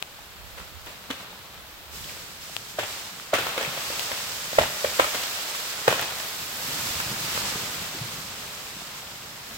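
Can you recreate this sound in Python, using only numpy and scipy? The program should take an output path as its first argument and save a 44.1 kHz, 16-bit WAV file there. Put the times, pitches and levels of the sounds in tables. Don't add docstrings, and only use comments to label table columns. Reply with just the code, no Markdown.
import sys
import numpy as np
from scipy import signal
from scipy.fft import rfft, irfft, next_fast_len
from scipy.io import wavfile

SR = 44100
rng = np.random.default_rng(int(sys.argv[2]) if len(sys.argv) > 2 else 0)


def to_wav(sig):
    pcm = np.clip(np.atleast_2d(sig), -1, 1) * 32767
    pcm = np.round(pcm).astype(np.int16)
    wavfile.write(sys.argv[1], SR, pcm.T)


N = 422037

# freq_hz, level_db
ICE_SPECTRUM = [(400, -39), (1200, -3), (3000, -1), (5000, 0), (6000, -3), (8000, -2), (9300, -9.5),
                (11000, -9.5), (12700, -8), (16000, -10)]
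# freq_hz, level_db
TWIG_SPECTRUM = [(80, -26), (300, -7), (550, 0), (1300, 1), (2200, -2.5), (4000, -2), (8000, -28.5),
                 (16000, -27)]
# pitch_ratio, level_db
WOOD_MODES = [(.55, -19.5), (1, -0.5), (1.42, -17), (1.8, -15), (2.3, -16), (3.1, -18.5)]


def undb(db):
    return 10 ** (np.asarray(db) / 20)


def gain_at(hz, points):
    f, db = np.transpose(points)
    return undb(np.interp(np.log(hz + 1), np.log(f), db))


def colour(x, points, size=4096):
    gain = gain_at(np.fft.rfftfreq(size, 1 / SR), points)
    cepstrum = irfft(np.log(gain / np.sqrt(np.mean(gain ** 2))))
    cepstrum[1:size // 2] *= 2
    cepstrum[size // 2 + 1:] = 0
    impulse = irfft(np.exp(rfft(cepstrum)))
    return signal.oaconvolve(x, impulse[None], axes=1)[:, :x.shape[1]]


def diffuse(x, alike_hz=950):
    size = next_fast_len(x.shape[1], True)
    alike = .99 * np.exp(-np.log(2) * (np.fft.rfftfreq(size, 1 / SR) / alike_hz) ** 2)
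    mid, side = rfft(x, size)
    mid, side = mid * np.sqrt((1 + alike) / 2), side * np.sqrt((1 - alike) / 2)
    return irfft([mid + side, mid - side], size)[:, :x.shape[1]]


def grains(length, rate_hz, spread_db):
    sizes = undb(spread_db * np.minimum(rng.exponential(size=(2, length)), 5))
    x = (rng.random((2, length)) < rate_hz / SR) * sizes * rng.standard_normal((2, length))
    return x / np.sqrt(np.mean(x ** 2) + 1e-12)


def burst(t, rise_s, decay_s, rate_hz=14000):
    shape = (1 - np.exp(-t / rise_s)) ** 2 * np.exp(-t / decay_s)
    clicks = grains(len(t), rate_hz, spread_db=2.5) * shape
    return clicks * np.sqrt(np.sum(shape ** 2) / np.sum(clicks ** 2, axis=1, keepdims=True)) / shape.max()


def drift(rate_hz):
    steps = rng.standard_normal(2048)
    return np.interp(np.arange(N) / SR * rate_hz, np.arange(len(steps)), steps)


def add(out, start_s, x):
    i = max(int(start_s * SR), 0)
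    out[:, i:i + x.shape[-1]] += x[..., :N - i]


def knock(t, hz, cycles, modes=((1, 0),)):
    u = t * hz / cycles
    ring = sum(undb(db) * np.sin(2 * np.pi * hz * ratio * t) for ratio, db in modes)
    return u ** 2 * np.exp(2 * (1 - u)) * ring


def trunk_echo(t, near_s=0.035, far_t60_s=1.0, far_db=-13, build_s=0.0098):
    near = grains(len(t), rate_hz=2300, spread_db=3.5) * np.exp(-t / near_s)
    far = rng.standard_normal((2, len(t))) * undb(far_db) * np.exp(-np.log(1000) * t / far_t60_s)
    echo = (near + far) * (1 - np.exp(-t / build_s))
    return echo / np.sqrt(np.sum(echo ** 2) / 2)


def breeze(gust_db=4.5, pan_db=-4):
    # time_s, level_db
    envelope = [(0, -61), (0.5, -50.5), (1.3, -61), (1.9, -54.5), (2.6, -62), (4, -74), (6.3, -91),
                (9.5, -68)]
    # freq_hz, level_db
    buffet_spectrum = [(20, -26), (40, 2), (75, 11), (115, -5), (200, -20), (600, -44)]
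    level_db = np.interp(np.arange(N) / SR, *np.transpose(envelope))
    port_db = np.array([level_db + side * pan_db / 2 + gust_db * drift(7.1) for side in (1, -1)])
    return colour(rng.standard_normal((2, N)) * undb(port_db), buffet_spectrum)


def freezing_rain(patter_db=-48.5, pellet_db=-68):
    # freq_hz, level_db
    rain_spectrum = [(40, 0.5), (200, -19), (400, 0), (700, 1), (1500, 1), (4500, -5.5), (6000, -29),
                     (8000, -21), (9500, -11), (13000, -5), (16000, -5)]
    patter = grains(N, rate_hz=20000, spread_db=2.3) * undb(patter_db + 0.77 * drift(8.3))
    pellets = grains(N, rate_hz=14, spread_db=2) * undb(pellet_db)
    return colour(patter, rain_spectrum) + colour(pellets, ICE_SPECTRUM)


def ice_ticks(detune=0.056):
    # start_s, level_db, left_minus_right_db, pitch_ratio
    hits = [(0.0257, -22, 27.5, 1), (0.3625, -41, 0, 1), (0.8625, -30, 3, 4.4), (1.545, -34, 0, 4.8),
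            (2.5659, -21.5, 28, 1), (3.9953, -20.5, 24, 1), (5.2353, -18.5, -9, 1), (5.2385, -17, 1, 1),
            (6.0133, -15, -2, 4.8), (6.186, -27, 0, 4.8), (6.872, -19, 0, 1.5)]
    # freq_hz, level_db, t60_s
    modes = [(754, -12, 0.0067), (1410, -12, 0.0036), (2650, -6, 0.0044), (3380, -4, 0.0021),
             (7300, -23, 0.0037), (13000, -31, .0015)]
    t, out = np.arange(SR // 20) / SR, np.zeros((2, N))
    for start_s, level_db, pan_db, pitch_ratio in hits:
        ratios = pitch_ratio * (1 + detune * rng.standard_normal(len(modes)))
        ring = sum(undb(db) * np.exp(-np.log(1000) * t / t60_s) * np.cos(2 * np.pi * hz * ratio * t)
                   for (hz, db, t60_s), ratio in zip(modes, ratios) if hz * ratio < SR / 2)
        add(out, start_s, undb(level_db + np.array([[pan_db], [-pan_db]]) / 2) * ring)
    return out


def falling_loads():
    # start_s, swell_s, base_fade_db_per_s, ice_db, fine_db, twig_db, ground_db
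    loads = [(0.55, 0.035, 63, -48, -62, -48, -55), (0.83, .06, 63, -50, -52, -45.5, -54),
             (1.12, 0.077, 40, -52, -64, -43.5, -53), (1.89, .07, 20, -38.5, -44, -52, -50),
             (2.0, .1, 27, -42.5, -62, -47.5, -68), (2.39, 0.051, 3.5, -41, -55, -67, -56),
             (2.76, 0.15, 31, -37, -58, -40, -76), (3.33, .07, 9, -38, -40, -32.5, -60),
             (3.48, .42, 2.5, -32.5, -43, -50, -53.5), (4.3, 0.74, 4, -32.5, -39, -36, -72),
             (5.87, 0.088, 47, -41, -50, -33, -52), (5.9, 0.46, 5.5, -41.5, -38.5, -55, -52.5),
             (6.43, 0.38, 5.4, -31, -37, -37, -41), (7.13, 0.24, 22.5, -30.5, -48, -35, -61),
             (9.44, 0.052, 20, -46, -47, -52, -51)]
    # ice_db, fine_db, twig_db, ground_db
    trickle_db = (-49.5, -60, -48.5, -58.5)
    settling = (1.12, 1.66, 0.87, 1)
    t = np.arange(N) / SR
    control_t = t[::64]
    power = undb(trickle_db)[:, None] ** 2
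    for start_s, swell_s, base_fade_db_per_s, *levels_db in loads:
        swell = np.clip((control_t - start_s) / swell_s, 0, 1)
        fade_db = np.outer(settling, base_fade_db_per_s * np.maximum(control_t - start_s - swell_s, 0))
        power = power + (swell * undb(np.array(levels_db)[:, None] - fade_db)) ** 2
    return [np.interp(t, control_t, np.sqrt(p)) for p in power]


def debris(ice, fine, twig, ground):
    # freq_hz, level_db
    sparkle_spectrum = [(3000, -35), (7000, -12), (9500, -7.5), (12700, -0.5), (16000, -1)]
    # freq_hz, level_db
    rumble_spectrum = [(20, -29), (45, -4.5), (80, -1), (125, 1.5), (190, 0.5), (280, -6), (500, -10),
                       (2000, -60)]
    shower = grains(N, rate_hz=38000, spread_db=1.3) * ice * undb(0.74 * drift(40))
    sparkle = grains(N, rate_hz=9000, spread_db=2.0) * fine * undb(1.2 * drift(25))
    crackle = grains(N, rate_hz=10000, spread_db=1.5) * twig * undb(0.3 * drift(35))
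    rumble = grains(N, rate_hz=1500, spread_db=1.9) * ground * undb(1.5 * drift(16))
    return (colour(shower, ICE_SPECTRUM) + colour(sparkle, sparkle_spectrum)
            + colour(crackle, TWIG_SPECTRUM) + colour(rumble, rumble_spectrum))


def twig_snaps(twig, count=70, above_db=1, spread_db=2.5, centre_hz=1700, spread_octaves=.6, pan_db=3):
    t, out = np.arange(SR // 20) / SR, np.zeros((2, N))
    onsets = rng.integers(0, N, count)
    variations = np.clip(rng.standard_normal((count, 3)), -2, 2)
    for i, (size, pitch, side) in zip(onsets, variations):
        snap = knock(t, centre_hz * 2 ** (spread_octaves * pitch), cycles=2.6, modes=WOOD_MODES)
        port_db = above_db + spread_db * size + pan_db * side * np.array([[1], [-1]])
        add(out, i / SR, twig[i] * undb(port_db) * snap)
    return out


def wood_thuds(echo_db=-5):
    # start_s, pitch_hz, level_db
    thuds = [(3.675, 154, -30.5), (4.59, 166, -28), (4.600, 76, -31), (5.880, 132, -27.5),
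             (6.900, 104, -36), (6.950, 85, -35), (7.553, 149, -30.5), (7.557, 374, -32),
             (7.948, 325, -30.5), (8.011, 130, -26)]
    t, out = np.arange(SR // 2) / SR, np.zeros((2, N))
    for start_s, pitch_hz, level_db in thuds:
        boom = undb(level_db) * knock(t, pitch_hz, cycles=0.84)
        add(out, start_s, boom)
        add(out, start_s, undb(echo_db) * signal.fftconvolve(boom, trunk_echo(t)[0]))
    return out


def breaking_limbs(mode_scatter=0.064, tear_delay_s=0.00119, crunch_db=-13, strain_db=-11,
                   glaze_db=-21, glaze_delay_s=0.0074, echo_db=-2.0, knock_send_db=-7.0):
    # start_s, pitch_hz, knock_db, overtone_db, splinter_db, splinter_decay_s
    cracks = [(0.189, 840, -37.5, 0, -55, .002), (0.573, 533, -46, 0, -39.5, .011),
              (0.599, 1050, -33, 2, -42, .004), (0.863, 417, -46, 0, -38.5, 0.01),
              (1.0993, 262, -26.5, 1, -28, 0.0061), (1.1109, 3520, -17.5, 1, -33, .002),
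              (2.043, 3300, -27.5, 0, -49, .003), (2.094, 2330, -32, 0, -42, 0.0032),
              (2.494, 680, -37, -5, -52, 0.0035), (2.7851, 644, -16.5, 1, -25, 0.0097),
              (2.831, 810, -23.5, 4, -28.5, 0.0046), (3.197, 1310, -32, 11, -48, 0.0018),
              (3.3314, 615, -10, -1, -19, 0.015), (3.383, 1390, -19, -2, -23.5, 0.0054),
              (3.464, 630, -27, 0, -26, 0.0062), (3.5758, 514, -21, 4, -21, 0.0035),
              (3.608, 520, -38, 12, -26, .0044), (3.624, 557, -36, 8, -25, 0.005),
              (3.649, 2390, -18.5, -5, -34, .003), (3.773, 577, -29, 0, -29, .0031),
              (3.900, 524, -30, -3, -38, .0067), (4.113, 528, -25.5, -5, -25.5, .0047),
              (4.528, 594, -27.5, 9, -35, .0026), (4.5836, 594, -2, 5.5, -19.5, .009),
              (4.613, 706, -19, -2, -23.5, .006), (4.633, 860, -17, 0, -25, 0.0044),
              (4.8431, 548, -12, 0, -25, 0.0052), (4.9938, 556, -7.5, 12.5, -14.5, 0.0048),
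              (5.043, 1250, -14, 2, -26, .0032), (5.143, 580, -27, -2, -26.5, 0.0082),
              (5.548, 1240, -23, 0, -37, .0032), (5.8770, 489, -8, 9, -13, 0.0033),
              (5.905, 611, -25, 6, -18.5, 0.0014), (5.9242, 560, -31, -1, -19, 0.0029),
              (5.992, 533, -35, 0, -20, .0022), (6.022, 474, -37, -2, -24, .0036),
              (6.198, 600, -42, 0, -32, .0036), (7.001, 1510, -16, -4, -33, .003),
              (7.375, 1120, -21, 5.5, -31, 0.0024), (7.450, 880, -25, 0, -36, .0044)]
    # freq_hz, level_db
    splinter_spectrum = [(35, -30), (80, -7.5), (180, -11), (300, -2), (500, 2), (900, -2), (1500, 0.5),
                         (2400, -2.5), (3400, -4), (4800, -13), (8000, -16), (10000, -22.5), (16000, -18)]
    # freq_hz, level_db
    echo_spectrum = [(50, 9.5), (170, 5), (320, -8.5), (600, -2), (1200, -1.5), (2500, 4), (5000, 2.5),
                     (9000, 4.5), (16000, 0)]
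    # time_s, left_lag_s
    bearing = [(1.1, .0002), (2.8, -.00014), (3.6, -.00008), (4.5, .0003), (5.9, .00027)]
    t = np.arange(SR // 2) / SR
    short_t, medium_t = t[:len(t) // 8], t[:len(t) // 2]
    knocks, fibres, strain, glaze, echoes = np.zeros((5, 2, N))
    for start_s, pitch_hz, knock_db, overtone_db, splinter_db, decay_s in cracks:
        modes = [(ratio ** (1 + mode_scatter * rng.standard_normal()), db + overtone_db * (k > 1))
                 for k, (ratio, db) in enumerate(WOOD_MODES)]
        wood = undb(knock_db) * knock(short_t, pitch_hz, cycles=1.77, modes=modes)
        lag_s = np.interp(start_s, *np.transpose(bearing))
        add(knocks[:1], start_s + lag_s / 2, wood)
        add(knocks[1:], start_s - lag_s / 2, wood)
        tear = undb(splinter_db) * colour(burst(short_t, 0.35 * decay_s, decay_s), splinter_spectrum)
        add(fibres, start_s + tear_delay_s, tear)
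        crunch = burst(medium_t, rise_s=0.0058, decay_s=.026, rate_hz=900)
        add(fibres, start_s, undb(splinter_db + crunch_db) * colour(crunch, splinter_spectrum))
        build_up = burst(short_t, rise_s=1 / SR, decay_s=0.0057)[:, ::-1]
        add(strain, start_s - short_t[-1], undb(splinter_db + strain_db) * build_up)
        shatter = burst(medium_t, rise_s=0.0023, decay_s=0.051)
        add(glaze, start_s + glaze_delay_s, undb(splinter_db + glaze_db) * shatter)
        send = tear + undb(knock_send_db) * wood
        add(echoes, start_s, undb(echo_db) * signal.fftconvolve(send, trunk_echo(t), axes=1))
    direct = fibres + colour(strain, TWIG_SPECTRUM) + colour(glaze, ICE_SPECTRUM)
    return knocks + diffuse(direct, alike_hz=1150) + diffuse(colour(echoes, echo_spectrum), alike_hz=800)


def scene():
    ice, fine, twig, ground = falling_loads()
    impacts = breaking_limbs() + wood_thuds() + ice_ticks() + twig_snaps(twig)
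    surround = diffuse(debris(ice, fine, twig, ground) + freezing_rain())
    return impacts + surround + breeze()


def record(dry):
    # freq_hz, left_minus_right_db
    port_balance = [(600, 0), (1300, -1.5), (2000, 1), (2700, 5), (3700, 1.5), (5200, -6.5), (8000, -5),
                    (10800, -0.5), (12700, -3), (15500, 3)]
    ceiling, top_hz = .95, 15900
    size = next_fast_len(N + SR // 10, True)
    tilt = np.sqrt(gain_at(np.fft.rfftfreq(size, 1 / SR), port_balance))
    heard = irfft(rfft(dry, size) * np.array([tilt, 1 / tilt]), size)[:, :N]
    rounded = heard / (1 + (heard / ceiling) ** 6) ** (1 / 6)
    return signal.sosfilt(signal.ellip(12, .2, 80, top_hz, fs=SR, output="sos"), rounded)


dry = scene()
out = record(dry)
to_wav(out)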